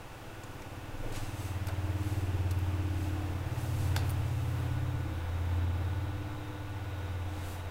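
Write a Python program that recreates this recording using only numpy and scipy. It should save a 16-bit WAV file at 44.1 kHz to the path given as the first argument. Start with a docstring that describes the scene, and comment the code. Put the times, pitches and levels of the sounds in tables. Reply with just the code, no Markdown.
"""An opened projector runs on a workshop bench as a hand-held phone moves in over its board.
From the start its fans give a rush of air and faint tones above a deep rumble. Plastic parts tick,
a sleeve rustles, and from about 1.5 s a slow motor throbs through the room's standing waves.
Near 4 s comes one light click, then a brief hiss as something slips. Beside the lamp the fan tones
grow clearer; near 5 s the motor sags and recovers, and the hand rests until a last rustle at 7.5 s."""
import sys
import numpy as np
from scipy import signal
from scipy.fft import rfft, irfft
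from scipy.io import wavfile

SR = 44100
rng = np.random.default_rng(int(sys.argv[2]) if len(sys.argv) > 2 else 0)


def int16_out(signal):
    """Quantize to a 16-bit WAV file."""
    q = np.round(np.clip(np.atleast_2d(signal).T, -1, 1) * 32767)
    wavfile.write(sys.argv[1], SR, q.astype(np.int16))


N = 339966
TIME = np.arange(N) / SR

# cavity modes of the open case: (frequency [Hz], bandwidth [Hz], gain [dB])
CASE_MODES = [(2630, 260, -8), (4820, 1200, -26), (6040, 170, -30)]
# how strongly those modes colour the sound at the phone: (time [s], gain [dB])
CASE_COUPLING = [(0, -1), (.8, -3.5), (1.3, -3.5), (2.8, -1), (3.4, -5), (4.4, -2), (5.2, -10), (7.7, -3)]


def motor(turn_hz=17.88, sag_hz=.56, stumble_hz=.55, flutter_db=.4, fade_db=2, lamp_db=-5.5):
    """Beating: a rotor's orders, the multiples of its turning rate, add up to one throb each turn."""
    # 5th order, the main tone, as the phone moves: (time [s], level [dB])
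    fifth_levels = [(0.0, -61), (0.68, -50), (1.13, -51), (1.54, -37), (1.9, -34), (2.06, -36), (2.49, -31),
                    (3.33, -35.5), (3.56, -41.5), (3.88, -31.5), (4.35, -36.5), (5.26, -36), (5.56, -30.5),
                    (6.05, -36), (6.42, -46.5), (7.14, -36.5), (7.69, -41)]
    # 6th order, which beats against it: (time [s], level [dB])
    sixth_levels = [(0.0, -61), (0.43, -50.5), (0.73, -57), (0.98, -45.5), (2.18, -37.5), (3.31, -48),
                    (3.74, -38), (4.56, -39.5), (5.06, -72), (5.17, -48.0), (5.37, -55), (5.96, -38),
                    (6.49, -46), (6.87, -42.5), (7.69, -60.6)]
    # 7th order, booming while the phone rests in its standing wave: (time [s], level [dB])
    seventh_levels = [(0.0, -60.7), (0.79, -51), (0.91, -55), (1.18, -48), (1.45, -52), (2.13, -53),
                      (2.43, -48), (2.7, -49), (3.27, -46.7), (3.51, -39), (4.97, -35.5), (5.19, -47.5),
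                      (6.35, -48), (6.78, -59), (7.69, -58)]
    # 17th order, a clean overtone: (time [s], level [dB])
    overtone_levels = [(0.0, -99), (1.04, -56), (1.61, -55), (2.06, -43), (2.45, -57), (2.7, -46),
                       (3.27, -46.5), (3.42, -55.5), (4.17, -51.5), (4.31, -54), (4.94, -46.5), (5.15, -61),
                       (5.6, -49.5), (5.71, -55.5), (6.17, -47), (7.17, -55), (7.35, -48), (7.69, -61)]
    # faint harmonics of the hum: (order [-], base level [dB])
    weak_orders = [(3, -68), (9, -66), (10, -67), (11, -61.5), (12, -68), (13, -69), (14, -66), (21, -69),
                   (22, -63)]
    speed = turn_hz - sag_hz * swell(TIME, 5.1, 1.6) - stumble_hz * swell(TIME, 5.2, .2)
    angle = 2 * np.pi * np.cumsum(speed) / SR
    fifth, sixth, seventh = curve(fifth_levels), curve(sixth_levels), curve(seventh_levels)
    orders = {4: fifth - 16, 5: fifth, 6: sixth, 7: seventh, 8: seventh - 11}
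    # over the board the 6th order and its neighbours drift out of step: the throb blurs to a flutter
    drift = 1.3 * rise(2.65, .4) - 2.9 * rise(3.55, .15)
    hum = sum(undb(db + flutter_db * walk(6)) * np.cos(k * angle + drift * (k != 6))
              for k, db in orders.items())
    hum += undb(curve(overtone_levels) + flutter_db * walk(6)) * np.cos(17 * angle + .35 * walk(3))
    # weak orders follow the two main tones, drop beside the lamp and fade across standing waves
    main_db = 20 * np.log10(np.hypot(undb(fifth), undb(sixth)))
    shift_db = .5 * (main_db - main_db.mean()) + lamp_db * rise(4.3, .71)
    hum += sum(undb(db + fade_db * walk(.66) + shift_db) * np.cos(k * angle + 2 * walk(.55))
               for k, db in weak_orders)
    return np.sqrt(2) * (hum + standing_waves(angle) + buzz(speed, angle))


def standing_waves(angle):
    """Interference: each standing wave that the phone crosses lifts one motor order to a clean tone."""
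    # crossings: (centre time [s], duration [s], order [-], peak level [dB])
    antinodes = [(2.25, .25, 19, -55), (2.3, .25, 22, -54), (3.75, .28, 14, -53), (4.62, .25, 16, -51),
                 (5.65, .4, 14, -53.5)]
    return sum(undb(db) * swell(TIME, s, length) * np.sin(k * angle) for s, length, k, db in antinodes)


def buzz(speed, angle, resonance_hz=303, width_hz=25, fade_db=2, gain_db=-2.3):
    """Close motor orders beat into a buzz; a resonance favours whichever passes through it."""
    # the orders on both sides of the 17th, together: (time [s], relative level [dB])
    levels = [(0.0, -58), (1.2, -46.5), (1.68, -55), (2.36, -44.5), (2.59, -54), (2.88, -43), (3.58, -49.5),
              (3.76, -46.5), (4.76, -52), (4.9, -56), (5.08, -42), (5.31, -58.5), (5.6, -50.5),
              (7.69, -61.5)]
    weights = {k: undb(fade_db * walk(2)) / np.hypot(1, 2 * (k * speed - resonance_hz) / width_hz)
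               for k in (15, 16, 18, 19)}
    cluster = sum(weight * np.cos(k * angle + 1.2 * walk(.6)) for k, weight in weights.items())
    total_weight = np.sqrt(sum(weight ** 2 for weight in weights.values()))
    return undb(curve(levels) + gain_db) * cluster / total_weight


def fans(air_db=4, case_db=14, flicker_db=.5, duct_hz=3770, duct_width_hz=360, duct_db=2):
    """Turbulence makes broadband noise, coloured by resonances of the case and the lamp's cooling duct."""
    # rushing air: (frequency [Hz], relative spectral density [dB])
    air_spectrum = [(22, 12), (36, 3.5), (65, 4), (120, 4), (215, -3.8), (300, -3), (440, -3.5),
                    (530, -2.3), (630, -3.2), (790, -1.6), (1000, -5), (1270, -8), (1550, -8.6),
                    (2000, -11.3), (3600, -17), (4200, -23), (11500, -31), (15500, -27.3)]
    # nearness of the fan outlets: (time [s], gain [dB])
    nearness = [(0.0, -51.5), (0.51, -51), (1.37, -47.5), (2.92, -47.5), (3.2, -47), (4.12, -47),
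                (4.47, -48), (7.71, -48.5)]
    air = unit(colour(rng.standard_normal(N), air_spectrum)) * undb(flicker_db * walk(3.2))
    case = ring(rng.standard_normal(N), CASE_MODES) * undb(curve(CASE_COUPLING) + case_db)
    duct = noise_band(duct_hz, duct_width_hz) * undb(duct_db) * at_lamp()
    return undb(curve(nearness)) * (undb(air_db) * air + case + duct)


def blade_tones(flutter_db=1.4, far_db=-4.5):
    """Turbulence modulates the fans' tones in pitch and level; they are clearest beside the lamp."""
    # fan tones and a thin whine: (frequency [Hz], level at the lamp [dB], wander [Hz])
    tones = [(497.5, -58, 3.2), (879.5, -61, 1.2), (1012, -70, 2.5), (1174, -64.5, 2), (1336, -65, 2),
             (1466, -59.3, 1), (2139, -74, 2), (2346, -73, 2), (2639, -74, 2.5), (8915, -88, 4),
             (9044, -84, 3)]
    out = 0
    for hz, db, wander_hz in tones:
        out += wavering_tone(hz + wander_hz * walk(9), db + flutter_db * walk(6))
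    return out * undb(far_db * (1 - at_lamp()))


def clicks(room_db=-15, room_decay_s=.03, tail_db=-17, tail_decay_s=.085, snap_db=-11, note_width_hz=1300):
    """Impacts excite the modes of plastic parts; the room reverberates, its lows lasting longest."""
    # (time [s], level [dB], tilt [dB/octave], contact [s], ring gain [dB], note [Hz], note gain [dB])
    impacts = [(0.435, -48.5, -3.5, .008, -28, 6500, -2), (.62, -50.5, -3.5, .004, -24, 6100, -2),
               (1.124, -46.5, -3.5, .005, -22, 7000, -12), (1.159, -50.5, -1, .016, -24, 6450, -1),
               (1.6699, -43.5, 0, .006, -28, 11400, -9), (1.684, -44.5, -4, .01, -24, 7900, -8),
               (2.51, -44.6, 1, .0091, -25, 11200, -20), (2.588, -54, 2, .008, -18, 11200, -14),
               (3.9632, -28.6, -1.4, .0058, -2, 11300, -7), (3.975, -44, 0, .007, -6, 9400, -8),
               (3.989, -44, -1.5, .006, -4, 9400, -6), (4.093, -47.5, 0, .007, -8, 11300, -8)]
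    # modes of the plastic: (frequency [Hz], bandwidth [Hz], gain [dB])
    plastic_modes = [(576, 50, 3), (850, 170, 11.5), (1450, 300, 10.5), (2050, 300, 2), (2580, 400, 2.5),
                     (3580, 300, 9.5), (4170, 260, 6), (4600, 260, 6.5), (5400, 300, -3), (6200, 200, -7),
                     (6750, 300, -4), (9300, 700, -6)]
    out, t = np.zeros(N + SR), TIME[:SR // 2]
    for s, db, slope_db, contact_s, ring_db, note_hz, note_db in impacts:
        chatter, echo, tail = rng.standard_normal((3, len(t)))
        drive = chatter * np.exp(-(t / contact_s) ** 2)
        drive += undb(room_db) * echo * np.exp(-t / room_decay_s)
        drive += undb(tail_db) * lowpass(tail, hz=3500) * np.exp(-t / tail_decay_s)
        snap = undb(snap_db) * lowpass(drive, hz=13000)
        body = undb(ring_db) * ring(drive, plastic_modes)
        touched_part = undb(note_db) * resonate(drive, note_hz, note_width_hz)
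        hit = tilt(snap + body + touched_part, slope_db) * (t < t[-1] / 2)
        contact_rms = np.sqrt(np.sum(hit ** 2) / (contact_s * SR))
        start = int(s * SR)
        out[start:start + len(t)] += undb(db) * hit / contact_rms
    return out[:N]


def sleeve(grain_db=.3, case_db=17, stir_db=-63, rest_s=5.08):
    """Friction: cloth and fingers catch unevenly as they slide, and excite the modes of the open case."""
    # strokes: (centre time [s], duration [s], level [dB], tilt [dB/octave], scrape gain [dB])
    strokes = [(1.165, 0.048, -49, -5, -12), (1.24, 0.11, -56.5, -1.5, -12), (1.44, 0.12, -55.3, 1, -1),
               (2.116, 0.17, -58, 2, -9), (3.03, 0.1, -61, 2, -10), (3.625, 0.12, -55.7, 4, -26),
               (3.834, 0.15, -53.8, 2.5, -22), (4.037, .12, -49, -12.5, -20), (4.085, .08, -58, 9, -20),
               (4.5, .3, -66, 8, -12), (7.44, 0.23, -58, -1.5, -20), (7.52, 0.11, -56.7, 7, -20)]
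    # rubbed cloth: (frequency [Hz], relative spectral density [dB])
    cloth_spectrum = [(500, -7), (1500, 2.5), (3500, 7), (5500, 5), (7300, 5.5), (10800, 2.8), (13000, 1),
                      (16000, -2)]
    # modes of the scraped case: (frequency [Hz], bandwidth [Hz], gain [dB])
    scrape_modes = [(3850, 300, 11), (4550, 200, 10), (6280, 350, 13), (7950, 420, 15), (9650, 600, 7),
                    (13100, 700, 4)]
    friction = rng.standard_normal(N) * undb(grain_db * walk(300))
    case = undb(case_db + curve(CASE_COUPLING)) * ring(friction, CASE_MODES)
    rustle = colour(friction, cloth_spectrum) + case
    scrape = ring(friction, scrape_modes)
    # between strokes the sleeve stirs faintly, until the hand comes to rest
    out = undb(stir_db + walk(2.3)) * (1 - rise(rest_s, .26)) * unit(rustle)
    for s, length, db, slope_db, scrape_db in strokes:
        stroke = unit(tilt(rustle + undb(scrape_db) * scrape, slope_db))
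        out += undb(db) * swell(TIME, s, length) * stroke
    return out


def slip(from_s=4.091, to_s=4.113, edge_s=.002, db=-46.5, above_hz=8800, grain_db=3):
    """Sliding friction gives a high, gritty hiss as something slips just after the loudest click."""
    friction = rng.standard_normal(N) * undb(grain_db * walk(400))
    highpass = signal.butter(6, above_hz, "highpass", fs=SR, output="sos")
    hiss = signal.sosfilt(highpass, friction + resonate(friction, hz=9600, width_hz=700))
    return undb(db) * unit(hiss) * rise(from_s, edge_s) * (1 - rise(to_s, edge_s))


def handling():
    """Soft contacts carry little treble: hands bump and scuff the phone and the case dully."""
    # contacts: (centre time [s], duration [s], frequency [Hz], bandwidth [Hz], level [dB])
    scuffs = [(.441, .012, 1100, 900, -51), (.628, .014, 2150, 600, -55), (1.08, .2, 20, 6, -35.5),
              (.88, .16, 34, 20, -52), (1.045, .025, 490, 170, -42), (1.1, .07, 460, 160, -47.5),
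              (1.693, .018, 730, 260, -44), (1.693, .02, 1400, 800, -47.5), (3.205, .07, 750, 60, -49),
              (3.34, .08, 520, 140, -54), (3.95, .2, 36, 20, -54), (4.03, .12, 300, 220, -53)]
    out = 0
    for s, length, hz, width_hz, db in scuffs:
        rub = noise_band(hz, width_hz)
        envelope = swell(TIME, s, length)
        contact_rms = np.sqrt(np.average(rub ** 2, weights=envelope ** 2))
        out += undb(db) * envelope * rub / contact_rms
    return out


def rumble(hz=22.2, db=-55.5, wander_hz=.8):
    """Random modulation of a tone at the lower limit of hearing makes a deep shudder in the room."""
    level_db = db + .82 * walk(2.8)
    return wavering_tone(hz + wander_hz * walk(17), level_db)


def at_lamp():
    """Nearness of the phone to the lamp and its duct, from 0 to 1."""
    return rise(4.2, 1)


def undb(db):
    """Decibels to amplitude ratio."""
    return 10 ** (np.asarray(db) / 20)


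def unit(x):
    """Normalisation to an rms of 1."""
    return x / np.sqrt(np.mean(x ** 2))


def curve(points):
    """Linear interpolation of (time [s], level [dB]) points."""
    return np.interp(TIME, *np.transpose(points))


def swell(t, middle, length):
    """A Gaussian envelope with a peak of 1."""
    return np.exp(-2 * ((t - middle) / length) ** 2)


def rise(s, edge_s):
    """A smooth step from 0 to 1, centred on time s."""
    return .5 + .5 * np.tanh((TIME - s) / edge_s)


def walk(rate_hz):
    """Random fluctuation with an rms of 1, mostly slower than rate_hz."""
    size, control_hz = 16384, 2000
    f = np.fft.rfftfreq(size, 1 / control_hz)
    slow = irfft(rfft(rng.standard_normal(size)) * np.exp(-(f / rate_hz) ** 2))
    slow = np.interp(TIME, np.arange(size) / control_hz, slow)
    return unit(slow - slow.mean())


def wavering_tone(hz, db):
    """A sinusoid of rms level db, its phase the integral of frequency."""
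    return np.sqrt(2) * undb(db) * np.sin(2 * np.pi * np.cumsum(hz) / SR)


def colour(x, points):
    """Spectral shaping by (frequency [Hz], gain [dB]) points."""
    hz, db = np.transpose(points)
    f = np.fft.rfftfreq(len(x), 1 / SR) + 1
    return irfft(rfft(x) * undb(np.interp(np.log(f), np.log(hz), db)), len(x))


def tilt(x, slope_db):
    """Spectral tilt of slope_db per octave above 500 Hz, pivoting at 4 kHz."""
    octaves = np.log2(np.maximum(np.fft.rfftfreq(len(x), 1 / SR), 500) / 4000)
    return irfft(rfft(x) * undb(slope_db * octaves), len(x))


def lowpass(x, hz):
    """Second-order roll-off above hz."""
    return signal.lfilter(*signal.butter(2, hz, fs=SR), x)


def resonate(x, hz, width_hz):
    """A damped resonator with a gain of 1 at its centre."""
    return signal.lfilter(*signal.iirpeak(hz, hz / width_hz, fs=SR), x)


def noise_band(hz, width_hz):
    """White noise through two equal resonators in series."""
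    return resonate(resonate(rng.standard_normal(N), hz, width_hz), hz, width_hz)


def ring(x, modes):
    """Modal superposition: a body responds as the sum of its resonances."""
    return sum(undb(db) * resonate(x, hz, width_hz) for hz, width_hz, db in modes)


def scene():
    """Superposition: the pressures of all sources add at one microphone."""
    return (motor() + fans() + blade_tones() + sleeve() + slip() + clicks() + rumble() + handling())[None]


def record(dry):
    """Band limiting: the phone cuts the highest treble steeply."""
    cutoff_hz = 15750
    return signal.sosfilt(signal.ellip(10, .2, 70, cutoff_hz, fs=SR, output="sos"), dry)


dry = scene()
out = record(dry)
int16_out(out)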